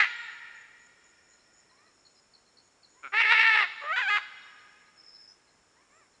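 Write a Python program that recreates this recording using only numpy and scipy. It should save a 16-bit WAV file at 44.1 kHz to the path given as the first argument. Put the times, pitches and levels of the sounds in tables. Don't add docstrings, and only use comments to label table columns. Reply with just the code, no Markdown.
import sys
import numpy as np
from scipy import signal
from scipy.fft import rfft, irfft, next_fast_len
from scipy.io import wavfile
from scipy.ndimage import uniform_filter1d

SR = 44100
rng = np.random.default_rng(int(sys.argv[2]) if len(sys.argv) > 2 else 0)


def generate_wav(signal):
    frames = np.transpose(np.atleast_2d(signal))
    scaled = np.clip(frames, -1, 1) * 32767
    pcm = np.round(scaled).astype(np.int16)
    wavfile.write(sys.argv[1], SR, pcm)


N = 273420
LEAD = int(.6 * SR)
TIME = np.arange(-LEAD, N) / SR
TOP_HZ = 9950


def undb(db):
    return 10 ** (np.asarray(db) / 20)


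def unit(x):
    return x / np.sqrt(np.mean(x ** 2) + 1e-20)


def band(size, hz, width_hz):
    padded = next_fast_len(size + SR // 10, real=True)
    f = np.arange(padded // 2 + 1) * SR / padded
    spectrum = rfft(rng.standard_normal(padded)) / (1 + (2 * (f - hz) / width_hz) ** 4)
    return unit(irfft(spectrum, padded)[:size])


def colour(x, points, size=4096):
    hz, db = np.transpose(points)
    f = np.maximum(np.arange(size // 2 + 1) * SR / size, 1)
    cepstrum = irfft(np.log(undb(np.interp(np.log(f), np.log(hz), db))))
    cepstrum[1:size // 2] *= 2
    cepstrum[size // 2 + 1:] = 0
    return signal.fftconvolve(x, irfft(np.exp(rfft(cepstrum))))[:len(x)]


def add(out, start, x):
    i = max(int(start * SR) + LEAD, 0)
    out[i:i + len(x)] += x[:len(out) - i]


def fade(t, attack_s, release_s):
    return np.clip((t - t[0]) / attack_s, 0, 1) * np.clip((t[-1] - t) / release_s, 0, 1)


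def forest_air(level_db=-66.5):
    # f/Hz, relative level/dB
    rush = [(15, -29.5), (25, -5), (130, -3), (430, -0.5), (600, -3), (1400, -4), (2200, -7.5), (3450, -13),
            (4800, -13), (6500, -11.5), (9850, -17.5)]
    return unit(colour(rng.standard_normal(len(TIME)), rush)) * undb(level_db)


def forest_echo(x, wet_db, far_db, far_t60_s, leaves_db, leaves_s):
    # f/Hz, relative level/dB, t60/s
    echo_bands = [(402, -1, 1.2), (700, -3, 1.6), (1000, -3, 1.65), (1850, -3.5, 1.624), (2670, 0.5, 1.18),
                  (4200, 11, 0.9), (8000, 4.5, 0.64)]
    # delay/s, spread/s, lift/dB
    tree_walls = [(.3, 0.037, 3), (.6, .12, 5.5)]
    size = 2 * SR
    t = np.arange(size) / SR
    f = np.maximum(np.arange(size // 2 + 1) * SR / size, 1)
    hz, dbs, t60s = np.transpose(echo_bands)
    noise = rfft(rng.standard_normal(size)) / np.sqrt(SR)
    walls = sum(undb(db) * np.exp(-.5 * ((t - delay) / spread) ** 2) for delay, spread, db in tree_walls)
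    leaves = undb(leaves_db) * np.exp(-t / leaves_s)
    response = 0
    for share, db, t60 in zip(np.eye(len(hz)), dbs, t60s):
        scatter = irfft(noise * np.interp(np.log(f), np.log(hz), share))
        trunks = (1 + walls) * undb(-60 * t / t60)
        far = undb(far_db - 60 * t / (far_t60_s * t60 / t60s.max()))
        response += scatter * (undb(db + wet_db) * (trunks + far) + leaves)
    return signal.fftconvolve(x, response)[:len(x)]


def far_insects(high_db=-80.5, swell_db=.9):
    # t/s, low band level/dB, thin whine level/dB
    chorus = [(0, -70, -70), (1.0, -77, -80), (1.2, -70.5, -76), (1.7, -72, -83), (2.1, -73, -75),
              (2.7, -75, -80), (3.7, -73, -73), (4.7, -69.5, -78), (5.5, -76.5, -81), (6.2, -75.5, -82)]
    times, *levels = np.transpose(chorus)
    low_db, whine_db = (np.interp(TIME, times, db) for db in levels)
    size = next_fast_len(len(TIME))
    out = 0
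    for db, hz, width_hz in ((low_db, 5380, 420), (whine_db, 6880, 70), (high_db, 7250, 750)):
        swell = undb(swell_db * band(size, 0, 5))
        out += undb(db) * (swell * band(size, hz, width_hz))[:len(TIME)]
    return out


def near_insects(stroke_hz=107, uneven=.05, sweep=.044, waver=.012, throb_db=2, period_s=.247):
    # t/s, length/s, f/Hz, level/dB
    lone_chirps = [(.16, .11, 7370, -67), (2.155, .048, 5100, -67.5), (2.615, .075, 6780, -71),
                   (2.89, 0.28, 6870, -69.5), (4.976, 0.042, 5250, -57), (5.033, .02, 5200, -58.5),
                   (5.061, 0.2, 5230, -55), (5.275, .048, 5220, -55.5), (5.28, .064, 5790, -70.5),
                   (5.91, .099, 7360, -72)]
    paced_chirps = [(.298 + k * period_s, .08, 6890, -68 + k * .54) for k in range(6)]
    out = np.zeros(len(TIME))
    for start, length, hz, db in paced_chirps + lone_chirps:
        size = int(length * SR)
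        stroke = np.cumsum(stroke_hz * (1 + uneven * band(size, 0, 60))) / SR % 1
        pitch = hz * (1 + sweep * (.5 - stroke) + waver * band(size, 0, 400))
        tone = np.sin(2 * np.pi * np.cumsum(pitch) / SR) * np.sin(np.pi * stroke)
        throb = undb(throb_db * band(size, 0, 40))
        add(out, start, undb(db) * unit(tone * throb) * signal.windows.tukey(size, .03))
    return out


def small_birds(top_hz=4640, end_hz=3990, full_db=-51.5, hz_per_db=27, sweep_s=.011, gap_s=.0135):
    # t/s, level/dB
    chips = [(1.32, -64), (1.389, -64.5), (1.694, -62), (1.77, -67), (1.86, -64), (2.05, -52.5),
             (2.161, -64.5), (2.335, -51.5), (2.46, -62.5), (2.569, -52), (2.83, -51.5), (4.588, -63.5),
             (4.86, -65), (5.144, -63), (5.475, -64), (6.134, -65)]
    out = np.zeros(len(TIME))
    progress = np.linspace(0, 1, int(sweep_s * SR))
    for start, db in chips:
        first_hz = top_hz + hz_per_db * (db - full_db)
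        slide_hz = first_hz + (end_hz - first_hz) * progress
        for k, strength in enumerate((.75, 1, .3)):
            detune = 1 + .009 * rng.standard_normal()
            whistle = np.sin(2 * np.pi * np.cumsum(slide_hz * detune) / SR)
            add(out, start + k * gap_s, strength * undb(db) * np.sin(np.pi * progress) * whistle)
    return out


def windpipe(x, ring_s):
    size = 2 * next_fast_len(len(x), real=True)
    f = np.arange(size // 2 + 1) * SR / size
    knots = np.linspace(0, SR / 2, 90)
    delay = np.interp(f, knots, ring_s * rng.random(len(knots)))
    lag = 2 * np.pi * np.cumsum(delay) * SR / size
    return irfft(rfft(x, size) * np.exp(-1j * lag))[:len(x)]


def syrinx(t, hz, gain, beak, rasp, odd, tilt_db_oct, jitter, shimmer, hiss, flutter_hz, ring_s, growl=0):
    rasp, odd, size = np.clip(rasp, 0, 1), np.clip(odd, 0, 1), len(t)
    phase = 2 * np.pi * np.cumsum(hz) / SR + jitter * rasp * band(size, 0, flutter_hz)
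    pulses = 0
    for k in range(1, int(TOP_HZ / hz.mean())):
        tilt = undb(tilt_db_oct * np.log2(np.clip(k * hz, 600, 3500) / 1700))
        flicker = undb(3.7 * rasp * band(size, 0, 50))
        pulses += (odd if k % 2 else 1) * tilt * flicker * np.cos(k * phase)
    pulses /= np.sqrt(uniform_filter1d(pulses ** 2, size=900) + 1e-12)
    air = unit(rng.standard_normal(size) * (1 + np.cos(phase)))
    shake = shimmer * band(size, 0, flutter_hz) + growl * band(size, 190, 149)
    source = (pulses + hiss * rasp * air) * np.exp(rasp * shake)
    voice = colour(windpipe(source, ring_s), beak)
    power = uniform_filter1d(voice ** 2, size=700)
    out = np.zeros(len(TIME))
    add(out, t[0], voice / np.sqrt(power + 1e-12) * gain)
    return out


def far_macaw(fall_oct_per_s=6.2):
    # start t/s, crest t/s, end t/s, first f/Hz, crest f/Hz, level/dB
    yelps = [(1.699, 1.87, 1.92, 490, 660, -69.5), (2.94, 3.009, 3.025, 458, 548, -68),
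             (5.744, 5.831, 5.845, 420, 601, -68.5), (5.885, 5.988, 6.065, 518.5, 674, -66.5)]
    # f/Hz, gain/dB
    far_beak = [(300, -24), (600, -16), (1000, -1.5), (1300, -4), (2100, 2), (2600, -8.5), (3500, -24),
                (8000, -55.5)]
    out = 0
    for start, crest, end, first_hz, crest_hz, db in yelps:
        t = np.arange(start, end, 1 / SR)
        climb_hz = np.interp(t, [start, crest], [first_hz, crest_hz])
        fall = 2 ** (-fall_oct_per_s * np.maximum(t - crest, 0))
        gain = undb(db) * fade(t, .025, .025)
        out += syrinx(t, climb_hz * fall, gain, far_beak, rasp=.33, odd=.55, tilt_db_oct=-5.5,
                      jitter=.4, shimmer=.5, hiss=.5, flutter_hz=256, ring_s=.0034)
    return out


def note(row, attack_s, release_s, sag=0, sag_s=.052, droop_oct_per_s=0):
    start, end, hz, db = row
    t = np.arange(start, end, 1 / SR)
    pitch = hz * 2 ** (-droop_oct_per_s * (t - start)) * (1 - sag * np.exp((t - end) / sag_s))
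    return t, pitch, undb(db) * fade(t, attack_s, release_s)


def phrase(rows, attack_s=.021, release_s=.02):
    times, hz, db = np.transpose(rows)
    t = np.arange(times[0], times[-1], 1 / SR)
    return t, np.interp(t, times, hz), undb(np.interp(t, times, db)) * fade(t, attack_s, release_s)


def slack(hz, full_voice_hz=435):
    return np.log2(full_voice_hz / hz)


def scream():
    # start t/s, end t/s, f/Hz, level/dB
    held_note = (-.55, 0.0708, 478, -17.8)
    # f/Hz, gain/dB
    beak = [(200, -57.5), (400, -34.5), (650, -22), (860, -15.5), (1050, -16), (1220, -12), (1380, -5),
            (1550, -9), (1800, 0), (2100, -0.5), (2400, -6.5), (2800, -12), (4200, -25), (5200, -32.5),
            (7700, -43), (9500, -54)]
    t, hz, gain = note(held_note, attack_s=.3, release_s=.07, sag=.38)
    return syrinx(t, hz, gain, beak, rasp=.58 + 1.5 * slack(hz), odd=.95, tilt_db_oct=.75,
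                  jitter=.29, shimmer=.45, hiss=.35, flutter_hz=374, ring_s=.0035)


def creak():
    # start t/s, end t/s, first f/Hz, level/dB
    low_note = (3.025, 3.09, 156, -39.5)
    # f/Hz, gain/dB
    shut_beak = [(150, -39), (300, -20), (850, -19), (1150, -10.5), (1380, 5.5), (1600, -9.5),
                 (1900, -17.5), (2300, -3), (2600, -19), (3400, -24.5), (4500, -40), (9000, -51)]
    t, hz, gain = note(low_note, attack_s=.021, release_s=.024, droop_oct_per_s=5.8)
    return syrinx(t, hz, gain, shut_beak, rasp=.31, odd=.72, tilt_db_oct=.4,
                  jitter=.15, shimmer=.33, hiss=.67, flutter_hz=199.7, ring_s=.0008)


def squawk(slump_hz_per_s=750, opening_s=.04, tremble_db=.74, tremble_pitch=.004):
    # t/s, f/Hz, level/dB
    contour = [(3.119, 380, -32.5), (3.15, 426, -25.5), (3.195, 464, -21), (3.245, 428, -24.5),
               (3.29, 439, -22.5), (3.32, 470, -19), (3.35, 438.1, -22), (3.405, 446, -21),
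               (3.475, 449, -20.5), (3.56, 432.8, -21.5), (3.605, 420.8, -22), (3.664, 330.2, -28)]
    # f/Hz, gain/dB
    wide_beak = [(200, -60.5), (340, -39), (470, -27), (660, -20.5), (760, -27.5), (880, -13.5),
                 (1080, -15.5), (1350, -6.5), (1550, -9.5), (1800, -1.5), (2250, -2), (2470, -9.5),
                 (2700, -6), (3100, -17), (3500, -17), (4600, -27), (5700, -35), (6200, -46), (9500, -51)]
    t, hz, gain = phrase(contour)
    slump = np.clip(-np.gradient(hz, t) / slump_hz_per_s, 0, 1)
    rasp = np.linspace(.62, .46, len(t)) + .38 * slump + .14 * band(len(t), 0, 40)
    tremble = band(len(t), 0, 70)
    hz *= 1 + tremble_pitch * tremble
    gain *= undb(tremble_db * tremble)
    shut = np.exp(-((t - t[0]) / opening_s) ** 2)
    tilt = .36 - 18 * slack(hz) - 7 * shut - slump
    return syrinx(t, hz, gain, wide_beak, rasp * (1 - shut / 2), odd=.82, tilt_db_oct=tilt,
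                  jitter=.33, shimmer=.38, hiss=.48 * (1 - shut), flutter_hz=260, ring_s=.0048, growl=.36)


def yodel(flip_s=.007, catch_s=.055, fray_s=.027, crack_s=.0055, crack_db=-2.5, waver=.003):
    # t/s, low register f/Hz, level/dB
    contour = [(3.805, 279, -42), (3.86, 296, -37.5), (3.915, 321.4, -28), (3.935, 382.7, -29.5),
               (3.958, 383, -31.5), (3.966, 486, -27), (3.98, 487, -24.5), (3.997, 526, -27),
               (4.014, 484.2, -27.5), (4.023, 418, -27), (4.047, 402, -32.5), (4.072, 374, -28.5),
               (4.092, 429, -23.8), (4.112, 409.3, -24.5), (4.168, 418.7, -23.5), (4.197, 299.8, -27.5)]
    # start t/s, end t/s
    breaks = [(3.963, 4.017), (4.098, 4.186)]
    # f/Hz, gain/dB
    half_beak = [(200, -66.5), (400, -24.5), (620, -23), (850, -11.5), (1250, 1), (1700, 0), (2080, 0),
                 (2500, -8), (2900, -10.5), (3300, -13.5), (3750, -18.5), (4300, -27), (4700, -23.5),
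                 (5300, -37), (7300, -35.5), (8500, -54)]
    t, hz, gain = phrase(contour)
    low = sum(np.clip(np.minimum(t - start, end - t) / flip_s + .5, 0, 1) for start, end in breaks)
    cracks = sum(np.exp(-((t - edge) / crack_s) ** 2) for edge in np.ravel(breaks))
    hoarse_ends = np.exp(-((t - t[0]) / catch_s) ** 2) + np.exp(-((t[-1] - t) / fray_s) ** 2)
    rasp = .12 + .05 * low + .39 * cracks + hoarse_ends + .05 * band(len(t), 0, 50)
    rasp += np.maximum(-slack(hz), 0)
    tilt = 2.5 * (1 - low / 2) - 23 * np.maximum(slack(hz), 0) * (1 - low)
    hz *= 1 + waver * band(len(t), 0, 160)
    gain *= undb(crack_db * cracks)
    return syrinx(t, hz, gain, half_beak, rasp, odd=.035 + low, tilt_db_oct=tilt,
                  jitter=.27, shimmer=.35, hiss=.55, flutter_hz=240, ring_s=.0028, growl=.15)


def scene():
    near = scream() + creak() + squawk() + yodel()
    middle = small_birds() + near_insects()
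    far = far_macaw()
    near += forest_echo(near, wet_db=-8.5, far_db=-20.5, far_t60_s=6.45, leaves_db=1, leaves_s=.039)
    middle += forest_echo(middle, wet_db=-10, far_db=-30.5, far_t60_s=4, leaves_db=6, leaves_s=.024)
    far += forest_echo(far, wet_db=-6.5, far_db=-28, far_t60_s=4, leaves_db=14.5, leaves_s=.035)
    return (near + middle + far + far_insects() + forest_air())[None, LEAD:]


def record(dry):
    onset = np.minimum(np.arange(N) / 50, 1)
    return signal.sosfilt(signal.ellip(10, .2, 70, TOP_HZ, fs=SR, output="sos"), dry * onset)


dry = scene()
out = record(dry)
generate_wav(out)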